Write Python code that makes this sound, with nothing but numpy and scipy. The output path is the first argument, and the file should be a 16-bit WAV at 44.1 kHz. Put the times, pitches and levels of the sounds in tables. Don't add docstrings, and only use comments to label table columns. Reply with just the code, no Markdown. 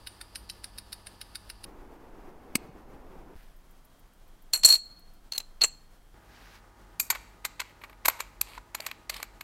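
import sys
import numpy as np
from scipy import signal
from scipy.fft import rfft, irfft, next_fast_len
from scipy.io import wavfile
from scipy.ndimage import uniform_filter1d

SR = 44100
rng = np.random.default_rng(int(sys.argv[2]) if len(sys.argv) > 2 else 0)


def convert_level_to_amplitude(level_db):
    exponent = np.asarray(level_db, float) / 20
    return 10 ** exponent


def wav_out(sig):
    wavfile.write(sys.argv[1], SR, np.round(np.clip(np.atleast_2d(sig).T, -1, 1) * 32767).astype(np.int16))


N = 415863
TIME = np.arange(N) / SR

SCENES_S = [0, 1.652, 3.347, 6.143, 9.44]
# frequency in Hz, density in dB per Hz.
ROOMS = [
    [(12, -43), (20, 13.5), (58, -36), (146, -9), (198, -9.5), (718, -13), (849, -14.5), (1030, -13),
     (2390, -23), (2670, -19.5), (3340, -20.5), (4670, -22), (6720, -31.5), (9670, -24.5), (16000, -36)],
    [(12, -7.5), (20, 0), (39, -8.5), (96, -21.5), (347, -15), (642, -22.5), (738, -19.5), (3740, -45.5),
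     (4300, -47), (5080, -47), (8180, -51.5), (13900, -50), (16000, -55)],
    [(12, -40), (20, 2.5), (50, -19), (77, -25.5), (241, -28), (459, -34.5), (678, -33), (1330, -36.5),
     (2600, -45), (3160, -44.5), (6720, -49), (12800, -50.5), (16000, -53.5)],
    [(12, -28), (20, -7.5), (48, 13), (107, -45.5), (130, -5.5), (248, -6.5), (558, -11.5), (825, -12),
     (1060, -13), (1260, -13), (2020, -16), (2200, -21.5), (16000, -34)],
]
ROOMS_DB = [-57.5, -49, -52.5, -56.5]
# multiple of the mains, level in dB rms.
HUMS = [
    [(2, -64), (4, -70.5), (6, -75), (7, -75), (16, -77), (17, -72), (19, -71.5), (23, -79), (25, -74),
     (29, -87), (35, -75.5)],
    [],
    [(14, -82.5), (65, -83.5)],
    [(2, -67), (5, -84), (7, -76), (13, -76.5), (16, -75.5), (17, -71), (19, -71.5), (23, -81), (25, -72),
     (29, -78)],
]
MOTOR_DB = [-56, -66, -82.5, -64]

# time in seconds, level in dB, treble in dB.
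SLEEVE = [
    (6.166, -78, 1),
    (6.35, -57.5, -14),
    (6.524, -56.5, -11),
    (6.556, -52.5, -14),
    (6.61, -68, -6),
]
# start and length in seconds, first and last level in dB, treble in dB.
HAND = [
    (3.36, 0.33, -61, -82, -6),
]

# peak, lows, low mids, highs and top, all in dB.
BEATS = [(-26.5, -17, 0, -17, -23), (-28.5, -11, -19, -13.5, -22), (-25.5, -18.5, -3, -10, -29),
         (-24.5, -26, 2, -13, -31), (-25.5, -18, -26, -11.5, -26), (-28, -22, -5, -13, -22),
         (-24.5, -22, -13, -16, -22), (-28.5, -12, -3, -8, -25), (-28.5, -19.5, 0, -16, -23),
         (-25, -18, -16, -14.5, -26), (-28, -15.5, -2, -12.5, -23), (-29.5, -23, -1, -12, -23)]
# Lows, highs and top in dB, then contact length in ms, of a beat heard from farther off.
FAR_COLOUR = (-10.5, -9.5, 3.5, 6)
BEAT_S, BEAT_ERROR_S = .14286, .0015
# frequency in Hz, width in Hz, level in dB.
MOVEMENT = [(1524, 398, 6), (3010, 160, -14), (3740, 172, -5), (4640, 400, -3.5), (4966, 610, -5),
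            (9130, 200, 10), (9400, 1040, 6), (10680, 852, 7), (12800, 2230, 0.5)]
# start in seconds, Hz, peak in dB, t60 in seconds.
BALANCE_RING = [(.072, 9130, -53, 0.33), (.212, 9130, -56, 0.14), (.352, 9130, -46, 0.2),
                (.358, 11870, -52, 0.18), (.497, 11870, -58, 0.2), (1.217, 9130, -62, 0.1)]

# start in seconds, peak, lows, highs and top in dB, contact length in ms.
DATE = [
    (2.553, -10, 0.5, -7, -10, 2.3),
    (2.563, -33, -19, 8, 2, 4.4),
]
# frequency in Hz, width in Hz, level in dB.
DIAL = [(1260, 150, -16.5), (1810, 410, -19), (2350, 690, -5.5), (3340, 330, -28), (4400, 730, -9.5),
        (6320, 380, -5.5), (8050, 460, 2), (9970, 670, -4), (11330, 740, -5), (13900, 2300, -5.5)]
# start in seconds, Hz, peak in dB, t60 in seconds.
THUMPS = [(2.554, 234, -10.5, 0.022), (2.690, 145, -36, 0.04), (3.363, 30, -42, 0.3),
          (4.648, 92, -34, 0.058), (4.648, 200, -33, 0.035), (4.535, 91, -40.5, 0.041),
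          (5.62, 170, -46.5, .08), (9.097, 595, -33.5, 0.025), (8.0825, 980, -29, 0.013),
          (7.103, 930, -33, 0.058), (8.083, 310, -33, 0.027), (3.46, 25, -49, 0.66), (3.54, 26, -51, .5),
          (5.99, 32, -49, 0.44)]

# start in seconds, crack peak in dB, main ring in dB,
# rim brightness in dB, time until choked in ms.
SEATING = [(4.534, -9, -15.5, -0.5, 10), (4.549, -27, -24, 2.5, 14), (4.558, -28.5, -27.5, 1.3, 9.7),
           (4.634, -13, -17, -6.5, 39), (4.647, -5.5, -5, 4, 7.9), (4.653, -7.5, -22, 15.5, 8.5),
           (4.660, -6.5, -19, 12, 10), (4.668, -25, -21.5, -5, 7.9), (4.674, -13.5, -15, 0.5, 10),
           (4.687, -10.5, -13, -4, 17), (4.698, -15, -17, 0.5, 5), (4.703, -11.5, -9, -1.5, 17),
           (4.7239, -12, -10, -2.5, 10), (4.7368, -19.5, -10.5, -4, 7.9), (4.752, -20, -18, -6.5, 8.7),
           (4.761, -25, -25, -5, 4.9)]
PRESSING = [(5.321, -20.5, -22.5, -7, 2.3), (5.333, -29, -33, -8, 7.7), (5.346, -47, -33, -6, 4.6),
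            (5.355, -39, -31, -1, 4.7), (5.36, -39, -34, -1, 5.8), (5.379, -13, -15, -3.5, 1.4),
            (5.401, -30.5, -34, -3, 6.1), (5.61, -25.5, -26, -18, 5.1), (5.616, -17, -11, -10.5, 11),
            (5.636, -9.5, -10.5, 20, 3.5), (5.644, -15, -22, 26, 7.7), (5.652, -19, -26, 18, 3.2)]
COVER_TOP_DB = [-6, -6, -8, -16.5, -6.5, -14, -15.5, -8.5, -8, -3, -2.5, -8.5, -8.5, -5, -8, -8.5, -9,
                -16.5, -14, 0, -9, -1, -14, -29, -24, -6, -9.5, -4]
# frequency in Hz, width in Hz, level in dB.
COVER_BODY = [(2700, 250, -15.5), (4150, 73, -11.5), (5640, 150, -9), (6140, 300, -5.5), (7195, 200, -5),
              (7990, 180, -6), (7360, 50, -5), (8266, 140, -0.5), (9800, 210, -9.5), (11300, 280, -2),
              (13900, 160, -19)]
PRESSED_BODY = [(2730, 200, -15), (4200, 90, -10), (6260, 200, -9), (7220, 150, -1.5), (7600, 120, -2.5),
                (7860, 110, -3.5), (9580, 300, -12), (13000, 400, -7), (13800, 250, -16)]
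# frequency in Hz, level in dB.
COVER_PAIR = [(4264, -14), (4303, -0.5), (4090, -14.5), (4405, -15.5)]
# frequency in Hz, level in dB, t60 in seconds.
COVER_RING = [(4070, -16.5, 0.33), (4156, -20.5, .6), (4247, -8, .5), (4337, -8, .55), (4409, -12, .25),
              (7050, -7.5, .35), (7240, -4, .4), (7470, -4, .35), (7596, 0, .3), (7800, -6, 0.33),
              (7940, -5, .3), (9814, -8.5, .4), (11300, -4.5, .25), (13950, -7, .3)]
# start in seconds, Hz, peak in dB, t60 in seconds.
COVER_PINGS = [(4.535, 11300, -34, .14), (4.648, 11390, -26, .08), (4.688, 11250, -25, .07),
               (4.688, 5650, -26, .03), (4.724, 5670, -27, .03), (5.321, 6200, -34, 0.035),
               (5.35, 6270, -44, .08), (5.38, 7250, -43, 0.099), (5.38, 13900, -40, .06),
               (4.656, 8330, -14.5, .06), (4.66, 7940, -17, .045)]
# time in seconds, gain in dB.
COVER_FREEDOM = [(4.5, 3), (4.62, -3.5), (5.2, -6.5), (5.3, -7), (5.37, -14), (5.5, -20), (5.6, -14)]
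# start and length in seconds, first and last level in dB, treble in dB.
CHATTER = [(4.54, 0.089, -29.5, -72, 7), (4.646, 0.022, -28.5, -28.5, 13), (4.67, 0.084, -35, -41, 10.5),
           (4.754, 0.051, -46, -69.5, 6), (5.335, 0.037, -55, -45.5, 1), (5.396, 0.039, -37, -77, -4),
           (5.611, 0.036, -32, -30, -1.5), (5.64, 0.025, -18, -56.5, -12), (5.655, 0.035, -53, -57, 7)]

# start in seconds, peak in dB, lows in dB,
# contact length in ms.
CLICKS = [(6.998, -8, -24.5, 3.1), (7.102, -5.5, -19.5, 4.8), (7.124, -24.5, -12, 4.7),
          (7.149, -25, -19, 2.7), (7.155, -22.5, -15, 2.3), (7.445, -29, -22, 2.8),
          (7.449, -12, -19.5, 4.7), (7.595, -21, -23, 9.2), (7.601, -14.5, -22, 2.5),
          (7.615, -22, -20, 2.6), (7.814, -38, -23, 3.9), (7.836, -27, -17.5, 6.6), (7.896, -38, -15, 2.5),
          (8.049, -20, -15, 6.4), (8.055, -6.5, -19, 3), (8.082, -2, -7.5, 1.6), (8.097, -15, -22, 0.94),
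          (8.203, -15.5, -14.5, 2), (8.413, -5, -24.5, 0.36), (8.55, -34, -18, 2.1), (8.578, -30, -10, 1.9),
          (8.748, -13.5, -18, 2), (8.803, -23.5, -29, 1.1), (8.864, -16.5, -21.5, 2.5),
          (8.913, -22, -31, 0.76), (9.096, -15, -25.5, 2.7), (9.141, -24.5, -43, 2.1),
          (9.165, -30, -26, 2.5), (9.2, -30, -7, 1.6), (9.228, -15.5, -15.5, 0.7), (9.409, -24, -22, 2.2),
          (7.928, -39, -16, 2.1),
]
# highs in dB at full scale, dB per dB, top in dB at full scale,
# dB per dB, dB per ms of contact.
CLICK_BRIGHT = (-6.5, 1.02, -7, 0.39, -0.1)
# highs in dB, top in dB.
CLICK_TINT = [(6.5, 10.5), (-2, 4.5), (-3, -9), (0, -2.5), (-2.5, -6), (-1, -1.5), (1, -0.5), (-4.5, -13),
              (2, -8), (-1, -8), (0, 0), (-0.5, -8), (12, 4), (5, 0), (-4, -5), (-6, 1), (-5, 6.5), (-8, 5),
              (6, -2), (-0.5, 9), (17, .6), (12, -13), (2.5, 0), (7, -4), (3.5, 0), (-10, -11), (2.5, 0),
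              (2, -7), (15, 4), (15, .6), (4.5, 0.5), (4.5, 0.5)]
# frequency in Hz, width in Hz, level in dB.
CASE = [(1102, 215, -13.5), (1486, 143, -5.5), (2266, 360, -2.5), (4245, 590, -1.5), (6900, 880, -13),
        (7540, 140, 1), (7950, 1520, -7), (10120, 130, -2.5), (11900, 320, -11), (12025, 640, 7),
        (12700, 730, 2)]
BITTEN_CASE = [(1050, 250, -10), (1483, 200, -5), (2266, 500, -10), (4500, 600, 2), (7800, 870, 3),
               (9200, 1500, 4), (12400, 900, -5)]
# frequency in Hz, level in dB, t60 in seconds.
CASE_RING = [(2290, -3, .4), (2100, -15, .2), (4500, -8, 0.14), (6780, -11, .2), (7270, 2, .2),
             (8250, -6, .15), (11780, -6, .15), (12340, 2, .3)]
# time in seconds, gain in dB.
CASE_FREEDOM = [(6.99, 6), (7.09, -2), (7.4, -9), (7.62, -8), (8.04, 3), (8.09, -14), (8.19, 2),
                (8.41, -18), (8.75, -8), (9.4, -5)]
# start in seconds, Hz, peak in dB, t60 in seconds.
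CASE_KNOCKS = [(6.9985, 2440, -23.5, 0.026), (6.9985, 2130, -28, .025), (6.9985, 4490, -26, 0.037),
               (7.1025, 2290, -22.5, 0.036), (7.1025, 4520, -24.5, 0.032), (7.1035, 6780, -22, .04),
               (7.11, 2300, -51, 0.44), (8.8, 624, -34, 0.028), (8.4135, 2480, -20.5, 0.013),
               (8.804, 4570, -29, 0.013), (9.097, 4540, -26, .02), (6.999, 14000, -38, .09),
               (9.097, 2040, -33, .03), (8.749, 370, -38.5, 0.019), (8.578, 1000, -35, .025),
               (9.228, 1040, -34, .025), (9.165, 5100, -35, .02)]
# start and length in seconds, first and last level in dB, treble in dB.
GRINDING = [(7.004, 0.083, -48, -69, 9), (7.115, 0.064, -56, -55, -17), (7.165, 0.18, -58, -70, -13),
            (7.615, 0.11, -58, -60, -11), (8.1, 0.029, -32, -72, -10), (8.124, .06, -57, -59, -12),
            (8.188, 0.11, -39.5, -74, -14), (8.058, .024, -50, -49, 7), (8.085, .016, -46, -48, 8),
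            (8.19, 0.023, -61, -60, 9), (8.762, 0.038, -57, -54, -9), (8.81, 0.059, -51.5, -48, -5),
            (8.875, 0.077, -44.5, -65, -13)]
BITING = [(8.422, 0.074, -60, -55, -11), (8.486, .095, -50, -52.5, -7.5), (9.105, 0.065, -49, -45.5, -6.5),
          (9.159, 0.068, -44.5, -50, -6.5), (9.232, 0.028, -50, -59, -7)]


def on_log(hz, points_hz, values):
    return np.interp(np.log(hz + 1), np.log(points_hz), values)


def body(hz, peaks, between_db):
    response = convert_level_to_amplitude(between_db)
    for k, (f, width, db) in enumerate(peaks):
        damping = 1j * hz * width
        response = response + (-1) ** k * convert_level_to_amplitude(db) * damping / (f * f - hz * hz + damping)
    return response


def blows(events, peaks, edges_hz, between_db, spike, rise_ms, shift=.01, hold_ms=160.0,
          lead_ms=0., lead_db=-62.0, lead_width_ms=.48):
    size, bass_loss_db = 8192, 18
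    out = np.zeros(N + size)
    after_ms = np.arange(size) / SR * 1000 - 20
    hz = np.fft.rfftfreq(size, 1 / SR)
    gaps_ms = np.append(np.diff([e[0] for e in events]) * 1000, hold_ms)
    chances = rng.standard_normal((len(events), size))
    for (s, peak_db, low_db, high_db, top_db, ms), gap_ms, chance in zip(events, gaps_ms, chances):
        rise = (1 - np.exp(-np.abs(after_ms) / rise_ms)) ** 2
        push = np.where(after_ms > 0, rise * np.exp(-np.abs(after_ms) / abs(ms)), 0)
        lead = convert_level_to_amplitude(lead_db) * np.exp(-((after_ms + lead_ms) / lead_width_ms) ** 2)
        push = push / push.max() + lead
        part = body(hz * (1 + shift * chance[0]), peaks, between_db)
        cluster = rfft(push * chance * np.minimum(np.abs(chance), 2.4) ** spike)
        cluster = cluster / np.sqrt(uniform_filter1d(np.abs(cluster) ** 2, size=100))
        colour_db = on_log(hz, edges_hz, [low_db - bass_loss_db, low_db, 0, high_db, top_db])
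        hit = irfft(cluster * part * convert_level_to_amplitude(colour_db))
        hit = hit * np.exp(-np.clip(after_ms - min(gap_ms, hold_ms), 0, None) / 2.86)
        start = max(int((s - .02) * SR), 0)
        out[start:start + size] += hit * convert_level_to_amplitude(peak_db) / np.abs(hit).max()
    return out[:N]


def ring(x, modes, db):
    out = 0
    for hz, mode_db, t60 in modes:
        pole = np.exp(2j * np.pi * hz / SR - np.log(1000) / (min(t60, 1.2) * SR))
        out = out + convert_level_to_amplitude(mode_db) * signal.lfilter([1], [1, -pole], x).imag
    return out * convert_level_to_amplitude(db)


def tones(rows, rise_ms, holds_ms=None, choke_ms=2.5):
    out = np.zeros(N + SR)
    t = np.arange(SR // 4) / SR
    turns = rng.random((len(rows), 1))
    for k, ((s, hz, db, t60), turn) in enumerate(zip(rows, turns)):
        shape = (1 - np.exp(-t * 1000 / rise_ms)) * np.exp(-np.log(1000) * t / t60)
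        if holds_ms is not None:
            shape = shape * np.exp(-np.clip(t * 1000 - holds_ms[k], 0, None) / choke_ms)
        start = int(s * SR)
        out[start:start + len(t)] += convert_level_to_amplitude(db) * shape * np.sin(2 * np.pi * (hz * t + turn / 2))
    return out[:N]


def band(x, lo_hz, hi_hz):
    y = signal.sosfilt(signal.butter(2, [lo_hz, hi_hz], "band", fs=SR, output="sos"), x)
    return y / y.std()


def strokes(rows):
    return [[(s, start_db, treble_db), (s + length, end_db, treble_db)]
            for s, length, start_db, end_db, treble_db in rows]


def rubbing(tables, peaks, between_db, grain_db, split_hz):
    grain = np.minimum(rng.exponential(size=N // 32 + 1), 4)
    grit = rng.standard_normal(N) * convert_level_to_amplitude(grain_db * np.repeat(grain, 32)[:N])
    size = next_fast_len(N)
    response = body(np.fft.rfftfreq(size, 1 / SR), peaks, between_db)
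    grit = irfft(rfft(grit, size) * response, size)[:N]
    low, high = band(grit, 410, split_hz), band(grit, split_hz, 14000)
    out = np.zeros(N)
    for table in tables:
        s, db, treble_db = np.transpose(table)
        span = slice(int(s[0] * SR), int(s[-1] * SR))
        t = TIME[span]
        edge = np.clip(np.minimum(t - s[0], s[-1] - t) / .006, 0, 1)
        treble = high[span] * convert_level_to_amplitude(np.interp(t, s, treble_db))
        out[span] += edge * convert_level_to_amplitude(np.interp(t, s, db)) * (low[span] + treble)
    return out


def bench_echo(x, db, t60_s, top_hz, low_hz=300):
    t = np.arange(SR // 2) / SR
    decay = np.exp(-np.log(1000) * t / t60_s) * (t > .004)
    tail = band(rng.standard_normal(len(t)), low_hz, top_hz) * decay
    return convert_level_to_amplitude(db) * signal.fftconvolve(x, tail / np.sqrt(np.sum(tail ** 2)))[:N]


def room_tone():
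    mains_hz = 49.65
    size = next_fast_len(N)
    out, hz = np.zeros(N), np.fft.rfftfreq(size, 1 / SR)
    swell = convert_level_to_amplitude(1.1 * band(rng.standard_normal(N), 1.5, 9))
    motor = band(rng.standard_normal(N), 38, 60)
    scenes = zip(SCENES_S, SCENES_S[1:], ROOMS, ROOMS_DB, HUMS, MOTOR_DB)
    for start, end, room, db, hum, motor_db in scenes:
        colour = convert_level_to_amplitude(on_log(hz, *np.transpose(room)))
        air = irfft(rfft(rng.standard_normal(N), size) * colour, size)[:N]
        span = slice(int(start * SR), int(end * SR))
        tone = (air / air.std() * convert_level_to_amplitude(db) * swell + convert_level_to_amplitude(motor_db) * motor)[span]
        for order, line_db in hum:
            turns = round(order) * mains_hz * TIME[span] + rng.random()
            tone = tone + np.sqrt(2) * convert_level_to_amplitude(line_db) * np.sin(2 * np.pi * turns)
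        out[span] += tone
    return out


def offset_step():
    return -convert_level_to_amplitude(-43.5) * (TIME >= 3.3555) * (TIME < 3.3628)


def gear_train():
    centre_hz, width_hz = 4750, 560
    whirr = band(rng.standard_normal(N), centre_hz - width_hz / 2, centre_hz + width_hz / 2)
    return convert_level_to_amplitude(-67.5) * whirr * (TIME < SCENES_S[1])


def sleeve_and_hand():
    bench = [(1586, 220, 1.3), (3280, 1700, 4.8)]  # Hz, width Hz, dB
    return rubbing([SLEEVE, *strokes(HAND)], bench, 0, 1.7, 5300)


def beat_start(first_s, k):
    return first_s + k * BEAT_S - k % 2 * BEAT_ERROR_S


def far_escapement():
    peaks_db = -54.5 + 2.5 * rng.standard_normal(size=13)
    rows = []
    for k, (db, c) in enumerate(zip(peaks_db, rng.standard_normal((13, 4)))):
        colour_db = np.add(FAR_COLOUR[:3], 3 * c[:3])
        rows.append((beat_start(3.42, k), db, *colour_db, FAR_COLOUR[3] * np.exp(.3 * c[3])))
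    return blows(rows, MOVEMENT, [2010, 5000, 8010, 9990, 13070], -13, 0.27, 1.5)


def escapement():
    edges_hz = [600, 1700, 4500, 9000, 13000]
    rows = [(beat_start(.07, k), db, low_db, high_db, top_db, 3.66)
            for k, (db, low_db, _, high_db, top_db) in enumerate(BEATS)]
    lever = blows(rows, MOVEMENT, edges_hz, -36.0, 0.64, 0.34, shift=0.039,
                  lead_ms=3.6, lead_db=-17, lead_width_ms=2.9)
    bridge_rows = [(s, db + beat[2], -20, -20, -40, ms) for (s, db, *_, ms), beat in zip(rows, BEATS)]
    bridge = blows(bridge_rows, [(2970, 500, 0)], [600, 1500, 2750, 5000, 9000], -36.0, 0.7, 0.23, shift=.025)
    lock_rows = [(s + .0086, db - 16.5, low_db + 5.0, high_db + 22.0, top_db + 18.0, 3.5)
                 for s, db, low_db, high_db, top_db, _ in rows]
    lock = blows(lock_rows, MOVEMENT, edges_hz, -28.0, 1.0, 2.0, shift=0.016)
    near = lever + convert_level_to_amplitude(-11.5) * bridge + lock
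    near = near + tones(BALANCE_RING, 1.3) + bench_echo(near, -19.0, 0.26, 11000)
    return near * (TIME < SCENES_S[1])


def date_jump():
    snap = blows(DATE, DIAL, [60, 600, 2500, 8000, 13000], -24.0, 0.76, 1.23, shift=.002, hold_ms=11.0)
    return snap + tones(THUMPS, 1.7) + bench_echo(snap, -33.0, 0.61, 5000, low_hz=1500)


def cover_cracks(rocking):
    rows = [(s, db, -12, rim_db, top_db, 2.2)
            for (s, db, _, rim_db, _), top_db in zip(rocking, COVER_TOP_DB)]
    seated = len(SEATING)
    out = 0
    for part, peaks in ((rows[:seated], COVER_BODY), (rows[seated:], PRESSED_BODY)):
        out = out + blows(part, peaks, [200, 1500, 4300, 7500, 12000], -10.5, 1.9, 0.77, shift=0.00207,
                          hold_ms=35.0, lead_db=-19.5, lead_width_ms=3.6)
    return out


def cover_main_ring(rocking):
    rows, holds_ms = [], []
    for s, _, ring_db, _, choked_ms in rocking:
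        pitch = .955 if 5.37 < s < 5.5 else 1
        for hz, mode_db in COVER_PAIR:
            rows.append((s, hz * pitch, ring_db + mode_db + 0.3, .13))
            holds_ms.append(choked_ms)
    return tones(rows, 0.99, holds_ms, choke_ms=2.2)


def cover():
    rocking = list(SEATING) + list(PRESSING)
    gaps_db = -19
    knocks = cover_cracks(rocking) + cover_main_ring(rocking)
    knocks = knocks + rubbing(strokes(CHATTER[:4]), COVER_BODY, gaps_db, 3.0, 4100)
    knocks = knocks + rubbing(strokes(CHATTER[4:]), PRESSED_BODY, gaps_db, 3.8, 4100)
    loose = knocks * convert_level_to_amplitude(np.interp(TIME, *np.transpose(COVER_FREEDOM)))
    free = ring(loose, COVER_RING, -85.5)
    free = free + bench_echo(loose, -22.5, 0.27, 8050, low_hz=6970)
    free = free + bench_echo(loose, -36.5, 0.7, 4486, low_hz=4080)
    holder_rows = [(s, db - 26.0 - 0.55 * rim_db, -4, -8, -30, 3.5) for s, db, _, rim_db, _ in rocking]
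    holder = blows(holder_rows, [(560, 110, -1.642), (1410, 1400, 0.21)],
                   [120, 350, 900, 2000, 5000], -10.0, 0.88, 1.0)
    return knocks + free + holder + tones(COVER_PINGS, 1.2) + bench_echo(knocks, -27.5, 0.34, 8100)


def by_force(rows, bright):
    highs_db, highs_slope, top_db, top_slope, per_ms = bright
    return [(s, db, low_db, highs_db + highs_slope * db + per_ms * ms / 2,
             top_db + top_slope * db + per_ms * ms, ms) for s, db, low_db, ms in rows]


def case_back():
    rows = by_force(sorted([tuple(row) for row in CLICKS]), CLICK_BRIGHT)
    rows = np.add(rows, [0, -3.5, 29.5, 17.0, 4.5, 0.7])
    rows[:, 3:5] += CLICK_TINT
    clicks = blows(rows, CASE, [250, 900, 3000, 7500, 12000], -17.5, 1.07, 0.62, shift=.012,
                   lead_ms=0.79, lead_db=-10.5, lead_width_ms=0.5)
    clicks = clicks + rubbing(strokes(GRINDING), CASE, -3, 3.2, 3600)
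    clicks = clicks + rubbing(strokes(BITING), BITTEN_CASE, -9.0, 3.6, 3760)
    clicks = clicks + tones(CASE_KNOCKS, 0.12)
    loose = clicks * convert_level_to_amplitude(np.interp(TIME, *np.transpose(CASE_FREEDOM)))
    shimmer = bench_echo(loose, -19.0, 0.052, 13100, low_hz=11600)
    shimmer = shimmer + bench_echo(loose, -19.0, 0.061, 7600, low_hz=6770)
    return clicks + ring(loose, CASE_RING, -68.5) + shimmer + bench_echo(clicks, -22.5, 0.56, 7100)


def scene():
    background = room_tone() + offset_step() + gear_train() + sleeve_and_hand()
    watch = far_escapement() + escapement() + date_jump() + cover() + case_back()
    return (background + watch)[None]


def band_limit(x):
    return signal.sosfilt(signal.butter(12, 16430, fs=SR, output="sos"), x)


def record(dry):
    top_cut = signal.ellip(10, .2, 60, 15800, fs=SR, output="sos")
    mix = signal.sosfilt(top_cut, np.clip(dry, -1, 1))
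    return band_limit(mix)


dry = scene()
out = record(dry)
wav_out(out)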